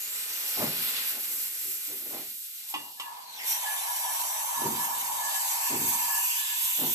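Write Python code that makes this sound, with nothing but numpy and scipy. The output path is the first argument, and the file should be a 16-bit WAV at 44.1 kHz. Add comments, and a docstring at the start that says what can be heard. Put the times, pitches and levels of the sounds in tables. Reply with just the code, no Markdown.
"""A steam wand hisses into the open and dies down while a steel milk jug is lifted and clinks against it.
The steam returns with a spurt inside the jug, whose hollow sings near 950 Hz; whistles and breaths move in it.
Dull handling knocks sound through the wooden counter of a small kitchen, over faint low noise.
Steam, whistles and hollow are shaped noise; knocks are noise through resonances; clinks are decaying
sine modes plus noise bursts; the hardest contacts are short pulses with a brief modal ring."""
import sys
import numpy as np
from scipy import signal
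from scipy.fft import rfft, irfft, next_fast_len
from scipy.io import wavfile
from scipy.ndimage import uniform_filter1d, map_coordinates

SR = 44100
rng = np.random.default_rng(int(sys.argv[2]) if len(sys.argv) > 2 else 0)


def dump(signal):
    """Clip the signal to [-1, 1] and save it as 16-bit WAV at the path in sys.argv[1]."""
    limited = np.clip(np.atleast_2d(signal).T, -1, 1)
    pcm = np.round(limited * 32767).astype(np.int16)
    wavfile.write(sys.argv[1], SR, pcm)


N = 306054


def amp(db):
    """Decibels to gain."""
    return 10 ** (np.asarray(db) / 20)


def unit(x):
    """x at rms 1."""
    return x / np.sqrt(np.mean(x ** 2) + 1e-20)


def along(points, hz):
    """(Hz, value) points interpolated on a log-frequency axis."""
    point_hz, value = np.transpose(points)
    return np.interp(np.log(hz + 1), np.log(point_hz + 1), value)


def clock():
    """Time of every sample in seconds."""
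    return np.arange(N) / SR


def curves(rows):
    """One value per sample for each column after the time."""
    time_s, *columns = np.transpose(rows)
    return [np.interp(clock(), time_s, column) for column in columns]


def during(rows):
    """1 over the span of a table, with 25 ms fades outside it."""
    outside_s = np.maximum(rows[0][0] - clock(), clock() - rows[-1][0])
    return np.clip(1 - outside_s / 0.025, 0, 1)


def swell(crest_s, half_s):
    """Smooth bump of height 1 at crest_s, down to 1/e at half_s either side."""
    return np.exp(-((clock() - crest_s) / half_s) ** 2)


def wobble(rate_hz, size=N):
    """Smooth random curve with rate_hz knots a second."""
    knots = rng.standard_normal(int(size * rate_hz / SR) + 4)
    return map_coordinates(knots, [np.arange(size) / SR * rate_hz])


def filtered(x, response):
    """x filtered by a response given as a function of frequency in Hz."""
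    size = next_fast_len(N + SR // 2)
    return irfft(rfft(x, size) * response(np.fft.rfftfreq(size, 1 / SR)), size)[..., :N]


def noise(spectrum):
    """Noise of rms 1 with the given colour."""
    return unit(filtered(rng.standard_normal(N), lambda hz: amp(along(spectrum, hz))))


def resonances(modes, hz):
    """Complex sum of (Hz, width Hz, dB) resonances with alternating sign."""
    total = 0
    for k, (mode_hz, width_hz, level_db) in enumerate(modes):
        damping = 1j * hz * width_hz
        total = total + (-1) ** k * amp(level_db) * damping / (mode_hz ** 2 - hz ** 2 + damping)
    return total


def mode_power(modes, hz):
    """Summed power of resonances, without interference between them."""
    return sum(abs(resonances([mode], hz)) ** 2 for mode in modes)


def band(hz, low_hz, high_hz, order):
    """Band-pass gain with smooth edges."""
    low_edge = 1 + (low_hz / (hz + 1)) ** (2 * order)
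    high_edge = 1 + (hz / high_hz) ** (2 * order)
    return 1 / np.sqrt(low_edge * high_edge)


def plume(spectrum, near_db, loose):
    """Spread-out jet: a compact core, plus eddies that reach each channel on their own."""
    core = kitchen(noise(spectrum), near_db=near_db, tail_db=-2)
    return core + loose * np.array([noise(spectrum), noise(spectrum)])


# colour of the jet in the open: hz, level_db (dB per Hz)
OPEN_COLOUR = [(500, -26), (1000, -16), (1500, -16.5), (2000, -10.5), (2800, -5.5), (4200, -3),
               (5100, -5.5), (6800, -4.5), (7700, 1.5), (9500, -4), (11300, 0), (13400, 2), (14300, 2),
               (15100, -25)]


def open_jet():
    """Free turbulence of the steam outside the jug."""
    return plume(OPEN_COLOUR, near_db=-8, loose=0.7)


# depth of the random uneven gain: hz, depth_db
PATCH_DEPTH = [(1000, 2), (2500, 1.8), (4300, 4), (8000, 1.6), (13000, 2.3)]


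def patchy(x):
    """Random uneven gain over frequency and time, in patches about 170 Hz by 50 ms."""
    cells = signal.stft(x, nperseg=512)[2]
    field = rng.standard_normal(cells.shape[1:])
    field = uniform_filter1d(field, size=2, axis=0)
    field = uniform_filter1d(field, size=9, axis=1)
    depth_db = along(PATCH_DEPTH, np.fft.rfftfreq(512, 1 / SR))[:, None]
    return signal.istft(cells * amp(depth_db * unit(field)), nperseg=512)[1][:, :N]


# colour of the jet in the jug: hz, level_db (dB per Hz)
ENCLOSED_COLOUR = [(600, -23), (1000, -53), (1400, -5.5), (2000, -1), (3000, 0), (4500, -5), (5200, -7.5),
                   (6400, -6), (6800, -6), (7600, 0.5), (8600, -5.5), (9400, -1.5), (10200, -2.5),
                   (11200, 2.5), (12700, 7), (14200, 5), (15000, -16)]
# narrow jug resonances: hz, width_hz, level_db (against the plain hiss)
WALL_MODES = [(2335, 60, 2), (2640, 63, 0), (3120, 110, -1), (3570, 40, 4), (4010, 71, 3), (4290, 20, -5),
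              (4730, 70, 2), (5850, 79, 1), (6500, 60, 7), (7700, 100, -11), (8100, 50, 7), (8800, 40, -7),
              (8930, 120, 2.5), (11440, 80, -2)]


def enclosed_jet():
    """Steam inside the jug, coloured by narrow resonances."""
    stream = plume(ENCLOSED_COLOUR, near_db=-4, loose=0.7)
    return patchy(filtered(stream, lambda hz: np.sqrt(1 + mode_power(WALL_MODES, hz))))


# brief spurts of steam: crest_s, fizz_gain_db, half_s
STEAM_SPURTS = [(0.603, 1.5, 0.045), (0.872, 3.5, 0.068), (1.091, 5.5, .025), (1.38, 5, 0.086),
                (1.718, 4.5, 0.12), (2.706, 8.5, 0.028), (3.498, 14, 0.052), (3.99, 2, 0.077),
                (4.21, 3.5, 0.02), (4.83, 4, 0.045), (5.425, 2.5, 0.051), (5.9, 4.5, 0.044),
                (6.233, 4, 0.14), (6.64, 4.5, 0.04)]


def spurts_db():
    """Level lift in the fizz, in dB, as the steam spurts."""
    return sum(gain_db * swell(crest_s, half_s) for crest_s, gain_db, half_s in STEAM_SPURTS)


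# three bands of the jet, before trims: time_s, fizz_db, hiss_db, rush_db
JET_LEVELS = [ (0, -36.5, -42.5, -48), (0.3, -37, -40, -45), (0.55, -32.5, -39.5, -43),
              (0.99, -35.5, -40, -41.5), (1.2, -35, -41.5, -47), (1.7, -39, -42, -51),
              (2.03, -37.5, -45, -51), (2.27, -39.5, -47, -51.5), (2.4, -41.5, -47.5, -53.5),
              (2.7, -45.5, -47.5, -52.5), (2.95, -46.5, -51.5, -54.5), (3.28, -53.5, -54.5, -56.5),
              (3.56, -39, -38.5, -43), (4.75, -37, -38.5, -46.5), (5.25, -38, -35, -44),
              (5.95, -32.5, -34, -44.5), (6.45, -36, -35, -48.5), (6.94, -28.5, -35, -48)]
# nozzle position: time_s, share (power share of the enclosed jet, 0-1)
INSIDE_JUG = [(0, 0), (2.6, 0.14), (3.1, 0.06), (3.6, 1), (6.94, 1)]
# lowest part of the rush: time_s, gain_db
RUSH_BOTTOM = [(2.2, 3.5), (2.42, -2.5), (2.8, 0), (2.96, -12), (3.04, 2.5), (3.4, -0.5)]
# large eddies of the free jet: hz, level_db (dB per Hz)
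ROAR_COLOUR = [(120, -37), (250, -4), (500, -2.5), (900, 0), (1500, 2), (2500, 5), (5000, -36)]
SPURT_IN_HISS, SPURT_IN_RUSH = 0.55, 0.32  # share of a spurt's dB


def jet(roar_db=-56, roar_db_per_rush_db=1.58, roar_db_per_bottom_db=3.0):
    """Turbulent steam: fine nozzle fizz, hiss and a lower rush where it strikes something; spurts brighten it."""
    fizz_db, hiss_db, rush_db = curves(JET_LEVELS)
    spurt_db = spurts_db()
    inside = np.clip(curves(INSIDE_JUG)[0], 0, 1)
    bottom_db, = curves(RUSH_BOTTOM)
    both = np.array([open_jet(), enclosed_jet()])
    sputter_db = 0.5 * wobble(14) + 0.5 * wobble(60)  # droplets of condensate unsettle the flow

    def layer(low_hz, high_hz, level_db, pan_db):
        free, enclosed = filtered(both, lambda hz: band(hz, low_hz, high_hz, order=10))
        stream = np.sqrt(1 - inside) * unit(free) + np.sqrt(inside) * unit(enclosed)
        flutter_db = sputter_db + 0.73 * wobble(25)
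        return stream * amp(level_db + flutter_db) * amp([[pan_db], [-pan_db]])  # positive pans left

    rush = layer(1110, 5000, level_db=rush_db + SPURT_IN_RUSH * spurt_db + 2.5, pan_db=0.58)
    # the lowest part of the rush follows its own level curve
    bottom = filtered(rush, lambda hz: band(hz, 20, 2450, order=8))
    rush = rush + bottom * (amp(bottom_db) - 1)
    hiss = layer(5340, 10040, level_db=hiss_db + SPURT_IN_HISS * spurt_db, pan_db=-0.06)
    fizz = layer(10700, 16000, level_db=fizz_db + spurt_db, pan_db=-1.2)
    # a strong free jet also sheds large, slow eddies
    eddy_db = roar_db + roar_db_per_rush_db * (rush_db + 42.5) + roar_db_per_bottom_db * bottom_db
    roar = kitchen(noise(ROAR_COLOUR), near_db=-3.5, tail_db=-9.0) * amp(eddy_db) * (1 - inside)
    return roar + rush + hiss + fizz


# drive of the jug's hollow, before trims: time_s, tone_db, gurgle_db
HOLLOW_LEVELS = [(2.58, -95, -79), (2.71, -61, -65), (2.88, -51, -59), (2.96, -64.5, -66),
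                 (3.07, -43.5, -60), (3.36, -54, -57.5), (3.62, -43, -46), (4.45, -41, -46),
                 (4.62, -34, -47), (4.9, -37, -48.5), (5.2, -41, -46), (6.2, -41, -51), (6.42, -50, -64.5),
                 (6.94, -49, -62)]
# air resonances of the jug: hz, width_hz, level_db
TONE_MODES = [(933, 14.4, 10), (967, 9.9, 12), (1001.5, 5.8, 10.5), (1030, 10, -10), (1085.6, 11.6, 5.5),
              (1118, 23, -7), (880, 250, -4)]
# lower gurgling resonances: hz, width_hz, level_db
GURGLE_MODES = [(650, 490, -10.5), (625.5, 13, -1.5), (702, 10, -6.5), (796, 36, 4.5), (864, 15.4, 10)]
# overtone of the hollow: hz, width_hz, level_db
OVERTONE_MODES = [(1715, 10, 0)]
# moments when the overtone catches, before trims: crest_s, level_db
OVERTONE_FLARES = [(3.04, -57.5), (3.72, -44), (3.92, -47), (4.11, -47.5), (4.37, -51), (4.73, -67),
                   (5.28, -46), (5.37, -45), (5.67, -48), (5.87, -53), (6.03, -53), (6.17, -46), (6.4, -54),
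                   (6.53, -51)]
FLARE_HALF_S, OVERTONE_DB = 0.057, -16  # OVERTONE_DB: against the tone, between flares


def hollow(slosh_depth_db=1.1, flicker_db=0.5, flutter_db=0.84):
    """The jet blows the air in the jug into a fluttering, hooting tone whose overtone flares now and then."""
    tone_db, gurgle_db = curves(HOLLOW_LEVELS)
    flares = sum(amp(level_db) * swell(crest_s, FLARE_HALF_S) for crest_s, level_db in OVERTONE_FLARES)
    overtone_gain = amp(tone_db + OVERTONE_DB) + flares
    slosh_db = slosh_depth_db * wobble(13) + flutter_db * wobble(45)

    def blown(modes, low_hz, high_hz, level_db):
        response = lambda hz: np.sqrt(mode_power(modes, hz)) * band(hz, low_hz, high_hz, order=8)
        mid, side = filtered(rng.standard_normal((2, N)), response)
        spread = 0.94
        stereo = np.array([mid + spread * side, mid - spread * side])
        return unit(stereo) * amp(level_db + slosh_db)

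    tone = blown(TONE_MODES, 790, 1400, level_db=tone_db + 1.5) * amp([[-0.4], [0.4]])
    gurgle = blown(GURGLE_MODES, 614, 940, level_db=gurgle_db + 3.0) * amp([[1.5], [-1.5]])
    overtone = blown(OVERTONE_MODES, 1470, 2060, level_db=flicker_db * wobble(38) + 2.5) * overtone_gain
    return (tone + gurgle + overtone) * during(HOLLOW_LEVELS)


# moving noise bands in the steam, narrow whistles and broad breaths, one a row of points, before trims:
# time_s, centre_hz, width_hz, level_db
MOVING_BANDS = [
    [(0, 6540, 895, -48), (0.16, 7940, 1010, -41.5), (0.29, 8940, 1100, -46)],
    [(0.28, 6130, 1507, -50), (0.58, 5590, 1514, -48), (0.8, 3687, 2210, -51), (0.98, 3007, 2682, -42),
     (1.07, 2494, 2190, -55)],
    [(3.21, 4680, 450, -64), (3.28, 4110, 500, -54), (3.355, 3920, 701, -55), (3.38, 3200, 902, -51),
     (3.4, 2144, 605, -43.5), (3.445, 1875, 345, -56)],
    [(3.22, 6220, 600, -67), (3.36, 6130, 700, -56), (3.4, 5400, 1210, -52), (3.44, 5050, 895, -54)],
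    [(3.48, 5710, 454, -43), (3.52, 5810, 385, -36.5), (3.56, 5800, 317, -43)],
    [(3.8, 5640, 603, -51), (4.35, 6010, 601, -45.5), (4.66, 6180, 600, -50)],
    [(4.9, 4730, 500, -64), (5.45, 4510, 900, -50.5), (6.2, 4695, 703, -52.5), (6.94, 4700, 499, -59.5)],
    [(3.6, 7980, 299, -58), (4.06, 7800, 281.6, -44), (5.1, 7880, 257.5, -48), (5.45, 7730, 380, -43),
     (5.95, 7800, 381.5, -40.5), (6.8, 7480, 506.5, -44.5)],
    [(3.6, 10640, 944, -44), (4.1, 10880, 942, -40.5), (4.7, 10760, 954, -45)],
    [(5.4, 2100, 500, -55), (5.65, 2408, 624, -46.5), (5.95, 2427, 558, -49.5), (6.3, 2650, 800, -44),
     (6.42, 3086, 1747, -44), (6.94, 3288, 1963, -43.5)],
]


def whistles(level_db=3.5, flutter_db=0.6, skirt=0.39, skirt_width=2.6, stagger=0.1):
    """Moving noise bands in the steam, narrow whistles and broad breaths, slide, widen, swell and fade."""
    out = np.zeros(N)
    for glide in MOVING_BANDS:
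        fade = during(glide)
        live = fade > 0
        centre_hz, width_hz, glide_db = np.array(curves(glide))[:, live]
        turnover = np.cumsum(abs(width_hz)) / SR  # faster eddies make a wider band
        # two envelopes in quadrature, each a narrow core on a wider skirt
        in_phase, quadrature = [
            map_coordinates(core, [turnover]) + skirt * map_coordinates(edge, [skirt_width * turnover])
            for core, edge in rng.standard_normal((2, 2, SR))]
        ragged_hz = centre_hz + stagger * width_hz * wobble(55, size=len(centre_hz))
        phase = 2 * np.pi * np.cumsum(ragged_hz) / SR
        breath = unit(in_phase * np.cos(phase) + quadrature * np.sin(phase))
        out[live] += breath * amp(glide_db) * fade[live]
    out *= amp(level_db + flutter_db * wobble(30))
    airy = filtered(out, lambda hz: band(hz, 1500, 18000, order=6))  # keeps the bands above about 1500 Hz
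    return kitchen(airy, near_db=-5, tail_db=2)


# jug against wand: start_s, level_db, hardness_db_per_octave, ring_length_factor, tick_db
CLINK_EVENTS = [(2.739, -28, -0.5, 1.07, -13), (2.998, -35, 4, 0.69, -2)]
# steel modes of the jug, before hardness and ring length: hz, level_db, t60_s
STEEL_MODES = [(301.6, -12, 0.29), (891, 1, 0.11), (994, -2.5, 0.13), (1082, -3.5, 0.11), (1745, -21, 0.25),
               (1960, -12, 0.31), (2330, -14, 0.13), (2700, -7, 0.17), (2830, -1.5, 0.36), (3080, -13, .12),
               (3470, -5, 0.16), (3620, -14, .15), (4620, -18, 0.36), (5400, -19, .14), (6460, -20, .12),
               (8100, -8, 0.085)]
# contact crack: hz, level_db (dB per Hz)
CRACK_COLOUR = [(80, -45), (300, -17), (800, 1.5), (1150, 12), (1600, -18), (2300, 4.5), (3100, 9.5),
                (4200, -12), (6000, -23), (15000, -26)]
# contact tick: hz, level_db (dB per Hz)
TICK_COLOUR = [(800, -21), (2500, -17), (3600, 1), (6500, -3), (8500, -3), (11000, -6), (15000, -22)]


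def clinks(ring_db=-1.5, crack_db=3.5, crack_t60_s=0.056, tick_t60_s=0.1, rattle_rad=0.52):
    """Two touches ring the steel modes with crack and tick; hardness tilts the modes, rattling blurs them."""
    out = np.zeros(N)
    t = np.arange(SR) / SR
    for start_s, level_db, hardness_db, ring_length, tick_db in CLINK_EVENTS:
        ring = np.zeros(SR)
        for hz, mode_db, t60_s in STEEL_MODES:
            struck_db = mode_db + hardness_db * np.log2(hz / 1500) + rng.normal(0, 1)
            phase = 2 * np.pi * hz * t + rattle_rad * wobble(201, size=SR)
            ring += amp(struck_db - 60 * t / (t60_s * ring_length)) * np.sin(phase)
        crack = noise(CRACK_COLOUR)[:SR] * amp(crack_db - 60 * t / crack_t60_s)
        tick = noise(TICK_COLOUR)[:SR] * amp(tick_db - 60 * t / tick_t60_s)
        onset = 1 - np.exp(-t / 0.00066)
        out[round(start_s * SR):][:SR] += amp(level_db) * (amp(ring_db) * ring + crack + tick) * onset
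    thin_steel = signal.butter(2, 180, "high", fs=SR, output="sos")  # thin steel radiates no bass
    return kitchen(signal.sosfilt(thin_steel, out), near_db=-6, tail_db=-7)


# knocks on the counter, before trims: crest_s, level_db, bass_db, bright_edge_db, rise_s
KNOCK_EVENTS = [(0.617, -30, 2, 14.5, 0.056), (0.78, -58, 2, -5, 0.024), (1.15, -44.5, -11, 12, 0.045),
                (1.33, -50.5, -13, 10, 0.05), (1.65, -43.5, -11, -5, 0.025), (1.899, -39, -16, 1, 0.03),
                (2.07, -43.5, -9, 8, 0.067), (2.149, -40.5, -6, 14.5, 0.05), (2.77, -46, -7, 8, 0.035),
                (3.44, -55.5, -20, 19, 0.075), (4.585, -51, 10, -10, 0.028), (4.655, -28, -1, 4.5, 0.04),
                (5.73, -30, -0.5, 6, 0.041), (5.82, -41, 2, -2, 0.016), (6.815, -30, -2, 8, 0.045)]
# deep modes of the counter: hz, width_hz, level_db
COUNTER_MODES = [(81.5, 20, -6), (106, 19, -5), (152.4, 10, -1), (214.5, 31, -3.5), (258.4, 18, -0.5)]
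# middle modes of what stands on it, also rung by blows(): hz, width_hz, level_db
WORKTOP_MODES = [(278, 60, -3), (342, 45, 1.5), (383, 43, 0.5), (429, 32, -5.5), (470, 22, -5.5),
                 (519, 29, -6)]
# bright edge of a knock: hz, level_db (dB per Hz)
EDGE_COLOUR = [(200, -31), (400, -1.5), (580, 1.5), (830, 0), (1100, -4.5), (1700, -10.5), (4000, -22)]
COUNTER_T60_S, WORKTOP_T60_S = 0.56, 0.43
SHUDDER_T60_S, SHUDDER_DB = 1, -28  # weaker, slower deep shudder


def knocks(edge_db=-7, edge_t60_s=0.33, level_db=-11):
    """Soft tumbles of contacts; bass-heavy ones boom in the counter, which shudders on after the bright edge."""
    push, weight, edge = np.zeros((3, N))
    for crest_s, knock_db, bass_db, bright_db, rise_s in KNOCK_EVENTS:
        t = clock() - crest_s
        force = amp(knock_db) * np.clip(1 + t / rise_s, 0, 1) ** 0.55
        dying = lambda t60_s: amp(-60 * np.maximum(t - 0.02, 0) / t60_s)
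        shudder = amp(bass_db + SHUDDER_DB) * dying(SHUDDER_T60_S)
        push += force * dying(WORKTOP_T60_S)
        weight += force * (amp(bass_db) * dying(COUNTER_T60_S) + shudder)
        edge += force * amp(bright_db) * dying(edge_t60_s)
    contacts = rng.standard_normal(N) * amp(0.52 * wobble(120))

    def rung(modes, force):
        response = lambda hz: resonances(modes, hz) * band(hz, 105, 470, order=6)
        struck, steady = filtered(np.array([contacts * force, contacts]), response)
        return struck / np.std(steady)

    boom = rung(COUNTER_MODES, weight) + rung(WORKTOP_MODES, push)
    scuff = amp(edge_db) * edge * unit(noise(EDGE_COLOUR) * amp(1.8 * wobble(150)))
    boom_in_room = kitchen(boom, near_db=-11.5, tail_db=-20.0)
    scuff_in_room = kitchen(scuff, near_db=-1.0, tail_db=-20.0)
    return amp(level_db) * (boom_in_room + scuff_in_room)


# hard contacts within the knocks: crest_s, peak_db, contact_s (time scale of the push)
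HARD_CONTACTS = [(0.601, -24, 0.00051), (0.621, -38, 0.0007), (0.642, -25, 0.00074), (2.148, -30, 0.00054),
                 (4.62, -30, 0.0007), (4.659, -32, 0.0011), (5.741, -32, 0.00092), (5.816, -33, 0.0014),
                 (6.822, -30, 0.001)]


def blows(ring_db=-12, ring_t60_s=0.13):
    """The hardest contacts within the knocks: one short push each, and a brief ring of the worktop modes."""
    out = np.zeros(N)
    for crest_s, peak_db, contact_s in HARD_CONTACTS:
        t = clock() - crest_s
        u = t / contact_s
        out += amp(peak_db) * (1 - 2 * u ** 2) * np.exp(-u ** 2)
        live = (t > 0) & (t < 0.5)
        age_s = t[live]
        ring = sum(amp(mode_db) * np.sin(2 * np.pi * hz * age_s) for hz, _, mode_db in WORKTOP_MODES)
        out[live] += amp(peak_db + ring_db - 60 * age_s / ring_t60_s) * ring / 2
    high_pass = signal.butter(4, 130, "high", fs=SR, output="sos")  # keeps the pulses above about 130 Hz
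    return kitchen(signal.sosfilt(high_pass, out), near_db=-15, tail_db=-14)


# level of the low noise: time_s, level_db
LOW_NOISE_LEVELS = [(0, -71), (1, -63.5), (2.2, -71), (2.38, -95), (2.58, -75), (3.4, -69), (3.7, -74.5),
                    (4.5, -68.5), (5.0, -57), (5.5, -70.5), (6.1, -69), (6.5, -76)]
# colour of the low noise: hz, level_db (dB per Hz)
LOW_NOISE_COLOUR = [(25, -28), (60, -14), (100, -6.5), (150, -2), (200, -3.5), (245, 8), (290, -3),
                    (380, -2), (500, 1.5), (1200, -28), (4000, -18)]


def ambience():
    """Faint low noise on a typed level curve: room murmur and the low remains of knocks."""
    low_noise = kitchen(noise(LOW_NOISE_COLOUR), near_db=-10.0, tail_db=-11.5)
    return amp(curves(LOW_NOISE_LEVELS)[0]) * low_noise


# room decay: hz, t60_s
ROOM_DECAY = [(200, 0.16), (2000, 0.23), (12000, 0.038)]


def kitchen(x, near_db, tail_db, lag_s=0.00017):
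    """Source right of centre: direct sound, glances off nearby steel and tiles, then the room's tail."""
    hz, t, cells = signal.stft(rng.standard_normal((2, SR // 2)), SR, nperseg=256)
    decay = amp(-60 * t / along(ROOM_DECAY, hz)[:, None])
    tail = signal.istft(cells * decay, SR, nperseg=256)[1]
    age_s = np.arange(tail.shape[1]) / SR
    glances = rng.standard_normal(tail.shape) * amp(-60 * age_s / 0.12) * (age_s > 0.002)
    echoes = amp(near_db) * glances / np.linalg.norm(glances[0])
    echoes += amp(tail_db) * tail / np.linalg.norm(tail[0])
    echoes[0, round(abs(lag_s) * SR)] += 1  # direct sound reaches the left channel later
    echoes[1, 0] += 1
    return signal.fftconvolve(x[None], echoes / np.linalg.norm(echoes[0]), axes=1)[:, :N]


def scene():
    """Steam, jug, counter and low noise together."""
    return jet() + hollow() + whistles() + clinks() + knocks() + blows() + ambience()


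TOP_HZ = 15150


def record(dry):
    """Band limit: nothing is kept from TOP_HZ up."""
    return filtered(dry, lambda hz: hz < TOP_HZ)


dry = scene()
out = record(dry)
dump(out)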